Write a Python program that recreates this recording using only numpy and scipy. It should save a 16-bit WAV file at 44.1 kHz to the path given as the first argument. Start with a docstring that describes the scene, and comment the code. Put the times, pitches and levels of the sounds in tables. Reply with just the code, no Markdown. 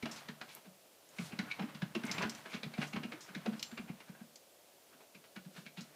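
"""A dog romps on a rug over wooden boards in a quiet living room. From the first step, each paw slaps
the rug and its weight makes the boards thud a moment later. After about a second the play gets louder:
turning paws scuff the weave, fur rustles, and metal harness fittings clink, loudest near 2.1 and 3.6 s.
The steps fade and pause at about 4.2 s. Near 5 s the dog trots off on softer steps."""
import sys
import numpy as np
from scipy import signal
from scipy.fft import rfft, irfft, next_fast_len
from scipy.io import wavfile

SR = 44100
rng = np.random.default_rng(int(sys.argv[2]) if len(sys.argv) > 2 else 0)


def output_pcm(signal):
    """Save a mono or channel-first signal as 16-bit PCM at the path in sys.argv[1].

    Samples are clipped to [-1, 1] before scaling.
    """
    pcm = np.clip(np.atleast_2d(signal).T, -1, 1) * 32767
    wavfile.write(sys.argv[1], SR, np.round(pcm).astype(np.int16))


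N = 262395
T = np.arange(N) / SR


def from_db(db):
    """Turn decibels (dB) into a number to multiply by."""
    return 10 ** (np.asarray(db) / 20)


def at_hz(points, hz):
    """Read between the rows of a table, giving every octave equal room."""
    freqs, values = np.transpose(points)
    return np.interp(np.log(np.maximum(hz, 1)), np.log(freqs), values)


def coloured(noise, colour):
    """Shape a noise with rows of (Hz, dB), then set its average power to 1."""
    gains = from_db(at_hz(colour, np.fft.rfftfreq(len(noise), 1 / SR)))
    shaped = irfft(rfft(noise) * gains, len(noise))
    return shaped / np.sqrt(np.mean(shaped ** 2) + 1e-20)


def grains(per_s, spread_db, size=N):
    """Fibres catch and let go, making random clicks of uneven size."""
    sizes = from_db(spread_db * np.minimum(rng.exponential(1, size), 4)) * rng.choice([-1, 1], size)
    return sizes * (rng.random(size) < per_s / SR)


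def stroke(s, rise, fade):
    """A loudness curve that peaks at time s. A fade time is how long a sound takes to drop 60 dB."""
    out = np.zeros(N)
    near = (T > s - 10 * rise) & (T < s + 2 * fade)
    t = T[near] - s
    out[near] = np.exp(np.where(t < 0, t / rise, -np.log(1000) * t / fade))
    return out


def ring(blows, hz, fade):
    """Each blow starts one pure tone that dies away."""
    r, w = np.exp(-np.log(1000) / (fade * SR)), 2 * np.pi * hz / SR
    return signal.lfilter([0, np.sin(w)], [1, -2 * r * np.cos(w), r * r], blows + 1e-18)


def resonance(x, hz, width_hz):
    """Keep the part of a sound that lies near one pitch."""
    r, w = np.exp(-np.pi * width_hz / SR), 2 * np.pi * hz / SR
    return signal.lfilter(np.array([1, 0, -1]) * (1 - r * r) / 2, [1, -2 * r * np.cos(w), r * r], x)


# The colour of the quiet room. Each row: frequency in Hz, level in dB.
HUSH_COLOUR = [(18, -74), (30, -26), (349, -7.5), (388, -7), (478, -7), (544, -2), (707, -6), (827, -11),
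               (942, -12.5), (1320, -15.5), (1910, -17), (2410, -15.5), (2680, -15), (13200, -19),
               (15400, -20)]

def hush(level_db=-63):
    """A faint, steady noise fills the room."""
    return from_db(level_db) * coloured(rng.standard_normal(N), HUSH_COLOUR)


# How long the room echoes. Each row: frequency in Hz, fade time in seconds.
ECHO_FADES = [(100, 0.58), (300, 0.34), (800, 0.24), (2000, 0.18), (5000, 0.21), (14000, 0.22)]

def room_echoes(sound, first_echo_s=0.0024):
    """Sound bounces around a furnished room in a blur of echoes; the low ones last longest."""
    t = T[:SR // 2]
    edges = np.geomspace(60, 16000, 9)
    echo = np.zeros(len(t))
    for low, high in zip(edges, edges[1:]):
        band_filter = signal.butter(2, [low, high], "band", fs=SR, output="sos")
        band = signal.sosfilt(band_filter, rng.standard_normal(len(t)))
        echo += band * np.exp(-np.log(1000) * t / at_hz(ECHO_FADES, np.sqrt(low * high)))
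    echo *= np.clip(t / first_echo_s - 1, 0, 1)
    return signal.fftconvolve(sound, echo / np.sqrt(np.sum(echo ** 2)))[:N]


# The notes of the furniture. Each row: pitch in Hz, width in Hz, level in dB.
FURNITURE_NOTES = [(900, 14, -1), (1450, 46, -28), (1760, 61, -3), (2000, 51, 13.5), (3420, 24, -27)]

def furniture(steps):
    """The furniture rings along with the steps."""
    return sum(from_db(db) * resonance(steps, hz, width_hz) for hz, width_hz, db in FURNITURE_NOTES)


# How much the coat and straps move. Each row: time in seconds, level in dB.
COAT_MOTION = [(0.0, -59.5), (0.13, -49), (0.38, -60.5), (0.63, -65), (1.08, -65.5), (1.23, -55),
               (1.37, -55.5), (1.47, -51.5), (1.94, -58.5), (2.14, -41.5), (2.5, -57), (3.53, -55),
               (4.36, -66), (4.71, -65.5), (5.78, -66.5), (5.95, -60)]
# The colour of their rustle. Each row: frequency in Hz, level in dB.
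COAT_COLOUR = [(30, -23), (150, 12), (300, -0.5), (700, 7), (1500, 6.5), (2600, 1.5), (4000, -3.5),
               (7000, -15), (15000, -20)]

def coat(level_db=-3.5):
    """Fur and straps rub softly while the dog moves, and fall silent when it is stillest."""
    times, db = np.transpose(COAT_MOTION)
    power = from_db(2 * np.interp(T, times, db))
    still_power = from_db(2 * np.percentile(db, 10))
    moving = np.sqrt(np.maximum(power - still_power, 0))
    return from_db(level_db) * moving * coloured(grains(per_s=3000, spread_db=2.5), COAT_COLOUR)


# Swishes as the dog turns. Each row: time of the peak in seconds, level in dB.
TURNS = [(.17, -59), (.53, -60.5), (1.215, -59.5), (1.262, -55), (2.385, -63), (2.52, -60.5),
         (2.835, -55.5), (3.585, -63), (5.58, -61)]
# The colour of a swish. Each row: frequency in Hz, level in dB.
SWISH_COLOUR = [(800, -2.5), (2000, 7), (4000, 10.5), (7000, 6), (10000, 4), (15500, -10)]

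def swishes():
    """Straps brush over fur with a smooth, airy sound."""
    sweep = sum(from_db(db) * stroke(s, rise=0.046, fade=0.29) for s, db in TURNS)
    return sweep * coloured(rng.standard_normal(N), SWISH_COLOUR)


# Metal fittings knocking. Each row: start in seconds, level in dB, pitch in Hz, fade time in seconds.
KNOCKS = [(0.113, -46, 5400, 0.15), (0.161, -52, 4700, 0.17), (0.5497, -43, 12100, 0.02),
          (1.09, -57.5, 6860, 0.031), (2.052, -49, 8300, 0.03), (2.065, -47, 5730, .049),
          (2.114, -33.5, 4800, 0.051), (2.221, -41.5, 4540, 0.068), (2.2957, -39.5, 5650, 0.052),
          (2.35, -46, 5240, .04), (2.87, -56, 5940, 0.2), (3.207, -52.5, 5400, 0.27),
          (3.595, -44.5, 4760, 0.05), (3.6274, -31.5, 4340, 0.032), (4.357, -49.5, 5340, 0.048),
          (5.808, -52, 5340, 0.11)]
# The notes of the harness ring. Each row: pitch in Hz, level in dB, fade time in seconds.
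RING_NOTES = [(4022, -19, .12), (4755, -17, .1), (6253, -11, .12), (7077, -14, .36), (7376, -12, .48),
              (7400, -17, .45)]

def harness(ring_db=-7.5, hard_knock_db=-28.5, best_hz=4870, loss_db_per_octave=25):
    """Each fitting knocks with a short crack, and a loose metal ring sings on."""
    # The colour of a crack. Each row: multiple of its pitch, level in dB.
    shape = [(.1, -50), (.25, -32), (.5, -10), (.88, -5), (1, 0),
             (1.12, -3), (1.4, -7), (1.8, -19), (4, -31)]
    cracks, blows = np.zeros(N), np.zeros(N)
    for s, db, hz, fade in KNOCKS:
        colour = [(hz * multiple, level_db) for multiple, level_db in shape]
        crack = coloured(rng.standard_normal(next_fast_len(N)), colour)[:N]
        cracks += from_db(db) * stroke(s, .0001, fade) * crack
        shake_db = 0.45 * (db - hard_knock_db)   # harder knocks shake the ring looser
        loss_db = loss_db_per_octave * abs(np.log2(hz / best_hz))   # small, high fittings pass on less
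        blows[int(s * SR)] = from_db(db + shake_db - loss_db + ring_db)
    return cracks + sum(from_db(db) * ring(blows, hz, fade) for hz, db, fade in RING_NOTES)


# The colours of paw pad, rug weave and claw. Each row: frequency in Hz, level in dB.
PAD_COLOUR = [(30, -53), (120, -4), (300, 5), (500, -0.5), (900, 0), (1300, -4.5), (1800, -46), (4000, -44)]
WEAVE_COLOUR = [(300, -46), (700, -44), (1200, -1.5), (1520, 2), (1850, -2), (2300, 1.5), (3000, -2),
                (3800, -16), (5000, -22.5), (9000, -52)]
CLAW_COLOUR = [(2000, -38), (3400, 11.5), (4300, 9.5), (5400, 2.5), (6500, -0.5), (8000, -8), (11000, -19),
               (15500, -34)]

def paw_on_rug(s, pressure, db, hardness_db, spot_hz, boost_db, per_s, spread_db, size=16384):
    """A paw crushes fibres, and that spot of floor boosts one pitch. Harder means more claw, less pad."""
    start = max(int(s * SR) - size // 4, 0)
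    parts = [(db - 1.5 - hardness_db, PAD_COLOUR), (db, WEAVE_COLOUR),
             (db - 6.5 + hardness_db, CLAW_COLOUR)]
    crush = sum(from_db(part_db) * coloured(grains(per_s, spread_db, size), colour)
                for part_db, colour in parts)
    pressed = crush[:N - start] * pressure[start:start + size]
    woody = pressed + (from_db(boost_db) - 1) * resonance(pressed, spot_hz, width_hz=80 + spot_hz / 10)
    out = np.zeros(N)
    out[start:start + size] = woody * np.std(pressed) / np.std(woody)
    return out


# Paws sliding. Each row: time of the peak in seconds, level in dB, hardness in dB,
# rise and fade times in seconds, pitch of the floor spot in Hz, its boost in dB.
SLIDES = [(0.192, -54, 3.5, 0.013, 0.04, 4540, 5), (0.494, -57.5, 3.5, 0.01, 0.28, 2210, 4.5),
          (1.489, -56, -1, .03, 0.061, 1520, 18), (1.518, -41, 8.5, 0.0064, 0.031, 2280, 22),
          (1.689, -58.5, -1.5, 0.013, 0.25, 1230, 4), (2.095, -50.5, -3, 0.043, 0.52, 2170, 20),
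          (2.212, -42.5, -3, 0.012, 0.088, 1050, 17), (2.231, -39, -2, .016, 0.11, 1570, 8.5),
          (2.549, -45.5, 1.5, 0.027, 0.12, 2360, 4.5), (2.826, -41, -0.5, 0.017, 0.097, 1900, 0),
          (4.154, -62, -5, 0.0093, 0.039, 1600, 11), (5.01, -61.5, 0, 0.0069, 0.16, 670, 15),
          (5.243, -60.5, -1, 0.005, .09, 587, 5), (5.573, -56.5, 2, 0.018, 0.18, 1610, 5),
          (5.665, -52, 4, 0.0034, 0.08, 2360, 15), (5.782, -54.5, 4, .0063, 0.22, 3170, -5)]

def scuffs(judder_db=1.5):
    """A sliding paw swells up and judders as it catches on the weave."""
    slides = np.zeros(N)
    for s, db, hardness_db, rise, fade, spot_hz, boost_db in SLIDES:
        pressure = stroke(s, rise, fade)
        slides += paw_on_rug(s, pressure, db, hardness_db, spot_hz, boost_db, per_s=2200, spread_db=3)
    catches = coloured(rng.standard_normal(N), [(30, -20), (90, 0), (250, 0), (700, -30), (3000, -60)])
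    return slides * from_db(judder_db * catches)


# Paws landing. Each row: start in seconds, slap level in dB, hardness in dB, pitch of the floor spot
# in Hz, thud level in dB, thud pitch in Hz, seconds to full weight, toe knock in dB against the thud.
FOOTFALLS = [(0.026, -50.5, 3, 2200, -37, 242.6, .011, -4.5),
             (0.057, -47.5, -1.5, 560, -41.5, 254.3, .015, -7),
             (0.286, -52.5, 1, 1800, -40, 216.5, 0.01, -15), (0.414, -51, -0.5, 1670, -61, 228, 0.023, -10),
             (0.568, -64.5, -0.5, 870, -69, 218, 0.015, -10), (0.657, -68, -2, 590, -50, 188, 0.025, -8),
             (1.185, -50.5, 1, 2440, -33.5, 206, .013, -22),
             (1.209, -67, -6.5, 1300, -36, 168.4, 0.019, -24),
             (1.326, -58, -4.5, 2560, -39.5, 199, .011, -18), (1.39, -42.5, 0, 1650, -30, 202.3, .011, -21),
             (1.595, -49.5, -4, 790, -32.5, 193.3, 0.018, -14),
             (1.623, -55.5, -3.5, 1580, -34, 220.3, .018, -16),
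             (1.748, -59.5, 5.5, 2800, -44, 203, 0.0075, -22),
             (1.82, -48.5, -1, 1630, -28.5, 178, .013, -15), (1.951, -43, -0.5, 2750, -34, 220.6, .021, 2),
             (2.036, -50.5, 0.5, 1540, -31, 236, .011, -15), (2.094, -68, -9, 2200, -36.5, 198, 0.013, -22),
             (2.182, -44.5, 0.5, 2600, -35, 176, .015, -18),
             (2.239, -55.5, -11, 1520, -31.5, 219, 0.016, -10.5),
             (2.46, -55.5, -2, 1650, -62, 223, .012, -14), (2.539, -55, 2, 2480, -38, 214.6, .011, -18),
             (2.632, -48.5, 1, 3500, -40.5, 201, 0.017, -23), (2.65, -75, -7, 1700, -38, 155, 0.021, -16),
             (2.738, -55.5, 3, 2320, -59, 223, .012, -12), (2.781, -53.5, -2, 670, -30.5, 207.6, .01, -10),
             (2.933, -50.5, 0, 2420, -36, 212, .014, -20),
             (2.964, -48, -4.5, 1740, -31.5, 209.7, 0.0081, -9),
             (3.035, -51.5, -2, 2780, -34.5, 222.6, 0.019, -12.5),
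             (3.121, -50.5, -1, 2170, -44.5, 314.4, 0.023, -6),
             (3.29, -61, -3, 1500, -51, 187.7, .015, -11), (3.349, -51, 3.5, 1810, -39, 186.5, .023, -3),
             (3.461, -45, -3, 563, -28.5, 217.6, .027, -13.5),
             (3.533, -59.5, -2, 1490, -39, 216.3, .016, -28), (3.715, -62, 4.5, 1560, -45, 230, 0.018, -10),
             (3.777, -49.5, -1, 2360, -36, 226.6, 0.025, -14.5),
             (3.892, -63, -4, 2300, -36.5, 176.8, .013, -7), (4.004, -61, 1, 2140, -69, 218, .012, -10),
             (4.09, -66.5, -1.5, 1560, -42.5, 184.3, 0.013, -20),
             (4.21, -74, -6.5, 1600, -44, 206.6, .01, -17), (4.937, -73.5, -4, 1490, -60, 253.6, 0.018, -9),
             (5.149, -64.5, 3, 2470, -52, 188.5, .012, -8),
             (5.363, -55.5, 0, 1630, -43.5, 202.3, 0.015, -16), (5.45, -74, 6, 1600, -43.5, 176, 0.02, -24),
             (5.568, -62, 1, 1610, -46, 173, .021, -18), (5.657, -68.5, 3, 2300, -51.5, 210.5, .011, -18),
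             (5.773, -58.5, 2.5, 3200, -38, 182, .015, -19)]

def slaps(level_db=7.0, usual_db=-48, give_s=0.0014):
    """A landing pad gives for a moment and crushes many fibres at once."""
    out = np.zeros(N)
    for s, db, hardness_db, spot_hz, *_ in FOOTFALLS:
        gentle_db = usual_db - db
        rise = 0.0021 * from_db(0.62 * gentle_db - 1.37 * hardness_db)   # strong, hard steps bite sooner
        fade = 0.061 * from_db(0.19 * gentle_db)   # gentle steps die away more slowly
        pressure = stroke(s + give_s, rise, fade)
        out += paw_on_rug(s, pressure, db, hardness_db, spot_hz, boost_db=9, per_s=7000, spread_db=2)
    return from_db(level_db) * out


def claws(level_db=5.5):
    """A claw tip ticks on the hard backing of the rug as the paw comes down."""
    ticks = sum(from_db(db + hardness_db) * stroke(s + 0.00065, rise=0.00017, fade=0.0074)
                for s, db, hardness_db, *_ in FOOTFALLS)
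    colour = [(500, -34), (1300, -9), (2300, 7), (4500, 11), (6500, -7), (10000, -6), (15500, -24)]
    return from_db(level_db) * ticks * coloured(rng.standard_normal(N), colour)


def board_bends():
    """A step bends the boards three times. Each row: time in seconds, dB, Hz, length in seconds."""
    bends = []
    for s, _, _, _, db, hz, press_s, toe_db in FOOTFALLS:
        length = 0.00452 + .5 * press_s
        settle_s = s + press_s + rng.normal(.033, 0.00523)
        settle_hz = hz * 1.05 * np.exp(rng.normal(0, .12))
        bends += [(s + .65 * press_s, db + toe_db, hz * 1.6, .75 * length),   # the toes land
                  (s + press_s, db, hz, length),   # the full weight arrives
                  (settle_s, db - 13.5, settle_hz, 1.3 * length)]   # the leg settles
    return bends


# The boards' own notes. Each row: pitch in Hz, level in dB, fade time in seconds.
BOARD_NOTES = [(78, -16.5, 0.33), (122.3, -15, 0.29), (149.6, 8.5, 0.31), (181, -10, 0.17),
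               (225.7, 10, 0.23), (295.5, 1, 0.33), (369.4, -11.5, 0.3)]

def thuds(sag=0.058, ringing_db=-20.5, rumble_db=-25):
    """The boards swing a few times and rumble under each paw, then ring on faintly."""
    out, load, bends = np.zeros(N), np.zeros(N), board_bends()
    for (s, db, hz, length), phase in zip(bends, rng.random(len(bends))):
        near = np.abs(T - s) < 4 * length
        t = T[near] - s
        width = length * np.where(t < 0, 0.57, 0.82)   # swells faster than it fades
        weight = from_db(db) * np.exp(-(t / width) ** 2)
        pitch = hz * (1 - sag * np.tanh(t / length))   # the pad flattens and the note sags
        out[near] += weight * np.sin(2 * np.pi * (np.cumsum(pitch) / SR + phase))
        load[near] += weight
    starts = [int((s - length / 2) * SR) for s, _, _, length in bends]
    strengths = np.array([from_db(db) * rng.normal(0, 1, len(BOARD_NOTES)) for _, db, _, _ in bends])
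    for (hz, db, fade), strength in zip(BOARD_NOTES, strengths.T):
        blows = np.zeros(N)
        blows[starts] = strength
        out += from_db(db + ringing_db) * ring(blows, hz, fade)
    rumble_colour = [(20, -28), (55, -19), (85, 5), (300, -1), (600, 4), (1000, 1.5), (2500, -23)]
    rumble = coloured(rng.standard_normal(N), rumble_colour)
    return out + from_db(rumble_db) * load * rumble


def scene():
    """Add the dog's sounds, their echoes and the hush of the room into one channel."""
    boards = thuds()
    steps = slaps() + scuffs() + claws()
    metal = harness()
    echoes = room_echoes(from_db(-19) * boards + from_db(-7) * steps
                         + from_db(-21) * furniture(steps) + from_db(-9.5) * metal)
    return (hush() + echoes + swishes() + coat() + metal + steps + boards)[None]


def record(dry):
    """The microphone loses the deep bass, and the highest treble is cut steeply."""
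    bass_cut = signal.butter(2, 75, "high", fs=SR, output="sos")
    treble_cut = signal.ellip(10, .2, 70, 15500, fs=SR, output="sos")
    return signal.sosfilt(treble_cut, signal.sosfilt(bass_cut, dry))


dry = scene()
out = record(dry)
output_pcm(out)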